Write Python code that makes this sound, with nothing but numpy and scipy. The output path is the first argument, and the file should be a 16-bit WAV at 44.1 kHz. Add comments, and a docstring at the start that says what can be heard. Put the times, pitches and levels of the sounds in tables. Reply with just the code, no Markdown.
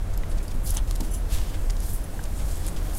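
"""A puppy pads across a wooden deck outdoors, trailing a rope leash, and sits down.
Claws and the leash clasp tick, paws and rope scuff over the grain, one claw scrapes.
The sliding clasp rings; hard touches knock on the boards, soft pads thud in the deck.
Behind: low wind buffeting the microphone, distant traffic, faint hiss."""
import sys
import numpy as np
from scipy import signal
from scipy.fft import rfft, irfft
from scipy.io import wavfile
from scipy.ndimage import uniform_filter1d

SR = 44100
rng = np.random.default_rng(int(sys.argv[2]) if len(sys.argv) > 2 else 0)


def store_wav(level_fs):
    """Save 16-bit WAV to argv[1]."""
    pcm = np.round(np.clip(np.atleast_2d(level_fs), -1, 1) * 32767)
    wavfile.write(sys.argv[1], SR, pcm.T.astype(np.int16))


N = 131418

# deck contact colour, ticks and scuffs: freq_hz, gain_db
CONTACT_EQ = [(300, 8), (1000, 9), (1500, 9), (2400, 6.5), (3300, 7), (4200, 2.5), (5000, 2.5), (5600, 0.5),
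              (6200, 0.5), (7000, 1), (9000, 1), (11500, 1), (13500, -3), (16000, -7)]


def undb(db):
    """Decibels to gain."""
    return 10 ** (np.asarray(db) / 20)


def unit(x):
    """Scale to rms 1."""
    return x / np.sqrt(np.mean(x ** 2) + 1e-20)


def freqs(x):
    """FFT bin frequencies, floored at 1 Hz."""
    return np.maximum(np.arange(len(x) // 2 + 1) * SR / len(x), 1)


def colour(x, points):
    """Equalise by (freq_hz, gain_db) points; rms 1."""
    hz, db = np.array(points).T
    gain = undb(np.interp(np.log(freqs(x)), np.log(hz), db))
    return unit(irfft(rfft(x) * gain, len(x)))


def hump(x, hz, octaves):
    """Broad resonance, bell-shaped in log frequency."""
    return irfft(rfft(x) / (1 + .5 * (np.log2(freqs(x) / hz) / octaves) ** 2) ** 2, len(x))


def drift(rate_hz):
    """Smooth random drift, rms 1."""
    span = int(SR / rate_hz)
    return unit(uniform_filter1d(uniform_filter1d(rng.standard_normal(N), span), span))


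def curve_db(points):
    """Interpolate (time_s, level_db) points per sample."""
    times_s, db = np.array(points).T
    return np.interp(np.arange(N) / SR, times_s, db)


def since(start_s):
    """Seconds since start_s, zero before."""
    return np.maximum(np.arange(N) / SR - start_s, 0)


def swell(start_s, rise_s, fall_s):
    """Stroke envelope: pressure builds, then lets go."""
    t = since(start_s)
    return np.minimum(t / rise_s, 1) * np.exp(-(np.maximum(t - rise_s, 0) / fall_s) ** 1.82)


def ring(start_s, hz, decay_s):
    """One struck mode."""
    t = since(start_s)
    return np.sin(2 * np.pi * hz * t) * np.exp(-t / decay_s)


def add(out, start_s, x):
    """Mix x into out at start_s."""
    i = max(int(start_s * SR), 0)
    out[i:i + len(x)] += x[:max(N - i, 0)]


def friction(size):
    """Fibres catch on wood grain: dense clicks in soft hiss."""
    catches_per_s, spread_db, catch_share = 3500, 5.5, 0.39
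    catches = (rng.random(size) < catches_per_s / SR) * rng.choice([-1, 1], size)
    catches = unit(catches * undb(spread_db * rng.standard_normal(size)))
    return np.sqrt(catch_share) * catches + np.sqrt(1 - catch_share) * rng.standard_normal(size)


def air():
    """Faint hiss, slowly rising."""
    # hiss spectrum: freq_hz, density_db
    spectrum = [(500, -3), (2000, -1), (4000, 0), (7000, 0), (10500, 1.5), (13000, 1), (16000, -3.5)]
    # hiss envelope: time_s, level_db
    levels = [(0, -58.5), (.28, -56.5), (.6, -55), (1.5, -53), (2.98, -50.5)]
    return colour(rng.standard_normal(N), spectrum) * undb(curve_db(levels))


def traffic():
    """Distant traffic: a smooth wash, swaying slightly."""
    # wash spectrum: freq_hz, density_db
    spectrum = [(30, -2), (58, -2), (72, -0.5), (90, 0.5), (118, -14.5), (160, -10.5), (270, -19.5),
                (315, -15.5), (360, -20.5), (650, -22), (1100, -29), (1600, -31.5), (2600, -38.5),
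                (5000, -43.5), (10000, -43), (16000, -57)]
    # wash envelope: time_s, level_db
    levels = [(0, -33), (.3, -32), (.55, -32.5), (1.0, -33), (1.6, -32), (2.1, -33), (2.7, -31),
              (2.98, -30.5)]
    wash = colour(rng.standard_normal(N), spectrum)
    sway_db = 0.35 * drift(rate_hz=4.1)
    return wash * undb(curve_db(levels) + sway_db)


def wind():
    """Low eddies at the microphone, following the gusts."""
    # eddy spectrum: freq_hz, density_db
    spectrum = [(10, -10), (24, -8.5), (34, -0.5), (42, -5), (52, -14.5), (70, -21), (120, -28), (300, -63),
                (2000, -101)]
    # gust envelope: time_s, relative_db
    gusts = [(0.0, -25.5), (0.2, -20), (0.24, -28), (0.36, -18), (0.46, -32), (0.58, -21), (1.3, -25),
             (1.33, -17.5), (1.47, -24.5), (1.7, -19), (1.82, -26.5), (1.96, -23), (2.05, -29),
             (2.39, -25.5), (2.46, -18.5), (2.5, -25.5), (2.81, -23), (2.98, -26)]
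    gain_db = -1.5
    eddies = colour(rng.standard_normal(N), spectrum)
    running_rms = np.sqrt(uniform_filter1d(eddies ** 2, SR // 10) + 1e-9)
    return unit(eddies / running_rms) * undb(gain_db + curve_db(gusts))


def thuds():
    """Soft pads excite the deck's low modes."""
    # footfalls: start_s, level_db
    footfalls = [(0.461, -40), (0.549, -33), (.768, -43), (1.003, -28), (1.0148, -34.5), (1.028, -33.5)]
    # deck modes: freq_hz, gain_db, decay_s
    modes = [(88, -3, 0.035), (131, -2, 0.017), (182, 2.5, 0.012), (252.8, -4, 0.027), (310.5, -9.5, 0.038)]
    return sum(undb(db + mode_db) * ring(start_s, hz, decay_s)
               for start_s, db in footfalls for hz, mode_db, decay_s in modes)


def knocks():
    """Hard touches crack on a board and ring it."""
    # board hits: start_s, ring_db, pitch_hz, decay_s, crack_db
    hits = [(0.2346, -36.5, 2000, 0.0032, -39), (.4035, -46, 2320, .004, -48),
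            (0.769, -34, 892, 0.0062, -39), (0.9102, -35, 1160, 0.0023, -53),
            (1.0066, -35, 906, 0.0053, -49), (1.699, -44, 2040, 0.0032, -37),
            (1.705, -47, 2060, 0.005, -42), (2.1922, -30.5, 1580, .0036, -56),
            (2.683, -46, 1494, 0.005, -39)]
    # board modes: pitch_ratio, gain_db
    modes = [(.55, -3), (1, 1), (1.13, -19), (1.85, -15)]
    crack_decay_s = 0.0029
    out, t = np.zeros(N), np.arange(2 ** 11) / SR
    for start_s, ring_db, hz, decay_s, crack_db in hits:
        out += sum(undb(ring_db + db) * ring(start_s, hz * ratio, decay_s) for ratio, db in modes)
        crack = unit(hump(rng.standard_normal(len(t)), hz, octaves=0.79))
        add(out, start_s, undb(crack_db) * crack * np.exp(-t / crack_decay_s))
    return out


def clasp():
    """Sliding rings the small metal leash clasp."""
    # clasp slides: start_s, rise_s, fall_s, level_db
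    slides = [(.293, .006, .02, -54), (.655, .025, 0.05, -41.5), (1.102, 0.014, 0.026, -41.5),
              (1.133, 0.0056, 0.043, -40.5), (2.034, .006, 0.022, -49)]
    # clasp modes: freq_hz, width_hz, gain_db
    modes = [(3200, 350, -11.5), (6160, 82, -4), (7480, 250, -6.5), (9430, 410, -9), (10100, 310, 0.5),
             (11150, 460, -16)]
    rub = friction(N)
    f = freqs(rub)
    body = sum(undb(db) / (1 + 1j * (f / hz - hz / f) * hz / width_hz) for hz, width_hz, db in modes)
    pressure = sum(undb(db) * swell(start_s, rise_s, fall_s) for start_s, rise_s, fall_s, db in slides)
    return unit(irfft(rfft(rub) * body, N)) * pressure


def scrape():
    """A claw catches and slips on the grain; its resonance sinks as the paw takes weight."""
    start_s, level_db, grit_db = 0.64, -36.5, 7.5
    from_hz, fall_oct_per_s, half_width_hz = 13000, 14, 2500
    centre_hz = from_hz * 2 ** (-fall_oct_per_s * since(start_s))
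    rub = friction(N)
    baseband = unit(irfft(rfft(rub) / (1 + (freqs(rub) / half_width_hz) ** 2), N))
    squeal = np.sqrt(2) * baseband * np.sin(2 * np.pi * np.cumsum(centre_hz) / SR)
    grit = unit(undb(grit_db * drift(rate_hz=370)))
    return undb(level_db) * swell(start_s, rise_s=0.036, fall_s=0.039) * grit * squeal


def scuffs():
    """Paws, fur and rope brush the boards with uneven pressure."""
    # brush strokes: start_s, rise_s, fall_s, level_db, centre_hz, spread_oct
    strokes = [(.134, .003, 0.011, -44.5, 7400, 0.77), (0.293, .008, 0.04, -50.5, 9400, 0.36),
               (0.311, 0.0053, 0.015, -48, 4900, 0.75), (.362, .022, .008, -46, 5450, 1),
               (0.425, 0.0049, 0.024, -47, 8450, 1.2), (0.497, 0.022, 0.0055, -44.5, 6440, 1.2),
               (.54, .01, .015, -52, 10000, .6), (.626, 0.036, 0.07, -39.5, 12000, 0.74),
               (.652, 0.017, 0.054, -41, 5600, 0.55), (.66, 0.12, 0.029, -45.5, 900, 1.5),
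               (0.737, 0.0074, 0.02, -36.5, 10800, 1.2), (.773, 0.0043, 0.012, -40, 8800, .4),
               (.764, 0.0023, 0.023, -40.5, 3960, 0.78), (.872, .005, 0.14, -50, 6800, 1.1),
               (1.007, 0.027, 0.059, -45.5, 8900, 1.3), (1.134, 0.0099, 0.015, -42.5, 7300, 0.43),
               (1.282, 0.053, 0.061, -36.5, 7600, 1.68), (1.36, 0.062, 0.13, -45.5, 6360, 1.9),
               (1.530, .01, 0.022, -42, 2800, 2.6), (1.57, 0.023, 0.17, -53, 8150, 0.67),
               (1.785, 0.092, 0.11, -41.5, 11300, 0.88), (1.765, 0.053, 0.11, -50, 5570, 0.55),
               (1.927, .009, 0.04, -42.5, 11300, 0.43), (2.051, 0.095, 0.2, -53, 9000, 1),
               (2.29, 0.086, 0.23, -47.5, 8220, 0.66), (2.384, 0.019, 0.031, -45.5, 3500, 1.7),
               (2.46, 0.026, 0.24, -46, 8800, 1.23), (2.58, .085, 0.032, -48, 4670, 0.83),
               (2.654, 0.028, 0.016, -41, 8760, 0.39), (2.762, 0.0025, 0.032, -43, 5000, 1.1),
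               (2.79, 0.07, 0.2, -49, 9700, 1.8), (2.925, 0.059, 0.047, -36.5, 10700, 0.87)]
    out = np.zeros(N)
    for start_s, rise_s, fall_s, db, hz, spread_oct in strokes:
        rub = np.zeros(N)
        add(rub, start_s, colour(hump(friction(32768), hz, spread_oct), CONTACT_EQ))
        out += undb(db) * swell(start_s, rise_s, fall_s) * rub
    uneven_db = drift(rate_hz=100)
    return out * undb(uneven_db)


def ticks():
    """Claws and clasp hit the boards: graze, snap, brief chatter, faint tail."""
    # hard contacts: snap_s, level_db, centre_hz, spread_oct, decay_s
    contacts = [(0.1343, -47, 7500, .6, 0.0018), (0.177, -28, 12000, 0.15, .0006),
                (.1770, -32, 5600, 0.4, .0005), (0.384, -42, 6300, 0.23, .002),
                (.4290, -45, 8950, 0.83, 0.0022), (0.4804, -39, 9250, 0.68, 0.0028),
                (0.481, -42, 4900, 0.12, 0.005), (.5195, -49, 4500, 0.2, 0.004),
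                (0.7025, -31, 10500, 0.25, .002), (0.706, -21, 11000, .2, 0.0018),
                (0.7076, -26, 8000, 0.74, 0.00091), (0.7703, -17, 9200, 0.42, 0.00046),
                (0.7697, -22, 6180, 0.09, 0.0014), (.7785, -41.5, 3300, 0.17, 0.011),
                (.7783, -31, 6000, 1, 0.00096), (0.9108, -25, 6800, 1.1, 0.0011),
                (0.9554, -33, 7440, 0.77, 0.0017), (0.9608, -30.5, 7900, 0.87, 0.0013),
                (1.0065, -25, 8700, 0.67, 0.00059), (1.0080, -33, 5500, 0.9, 0.0038),
                (1.6998, -32, 5900, 0.35, 0.0018), (1.7045, -30, 6650, 0.7, 0.0026),
                (1.7675, -38, 5950, 0.55, 0.002), (1.8035, -33, 8750, 0.6, 0.0018),
                (1.9356, -34, 12000, 0.27, .002), (2.041, -35, 9800, 0.17, 0.0014),
                (2.236, -38, 11000, .5, .0005), (2.239, -35, 7160, 0.65, 0.0033),
                (2.254, -39.5, 4970, 1.7, .0035), (2.5575, -32, 8200, 0.23, .0006),
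                (2.666, -29, 10300, 0.51, .002), (2.679, -27, 8000, .6, .0006),
                (2.6842, -27.5, 8800, .45, 0.001), (2.951, -29.5, 9500, 0.86, 0.0011)]
    graze_db, graze_rise_s = -16, 0.0031
    tail_db, tail_decay_s = -31.5, 0.017
    out, t = np.zeros(N), np.arange(2 ** 12) / SR
    graze = undb(graze_db) * np.exp(-t[::-1] / graze_rise_s)
    tail = undb(tail_db) * np.exp(-t / tail_decay_s)
    for snap_s, db, hz, spread_oct, decay_s in contacts:
        envelope = np.concatenate([graze, np.exp(-t / decay_s) + tail])
        force = rng.standard_normal(len(envelope)) * envelope
        force[len(graze)] += 1.6  # snap impulse
        tick = colour(hump(force, hz, spread_oct), CONTACT_EQ)
        envelope_rms = np.sqrt(np.mean(envelope ** 2))
        add(out, snap_s - len(graze) / SR, undb(db) * envelope_rms * tick)
    return out


def scene():
    """Puppy close by, over hiss, traffic and wind; mono."""
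    background = air() + traffic() + wind()
    puppy = thuds() + knocks() + clasp() + scrape() + scuffs() + ticks()
    return (background + puppy)[None]


def record(dry):
    """Recorder band limit: steep elliptic low-pass."""
    cutoff_hz = 15750
    return signal.sosfilt(signal.ellip(10, .2, 70, cutoff_hz, fs=SR, output="sos"), dry)


dry = scene()
out = record(dry)
store_wav(out)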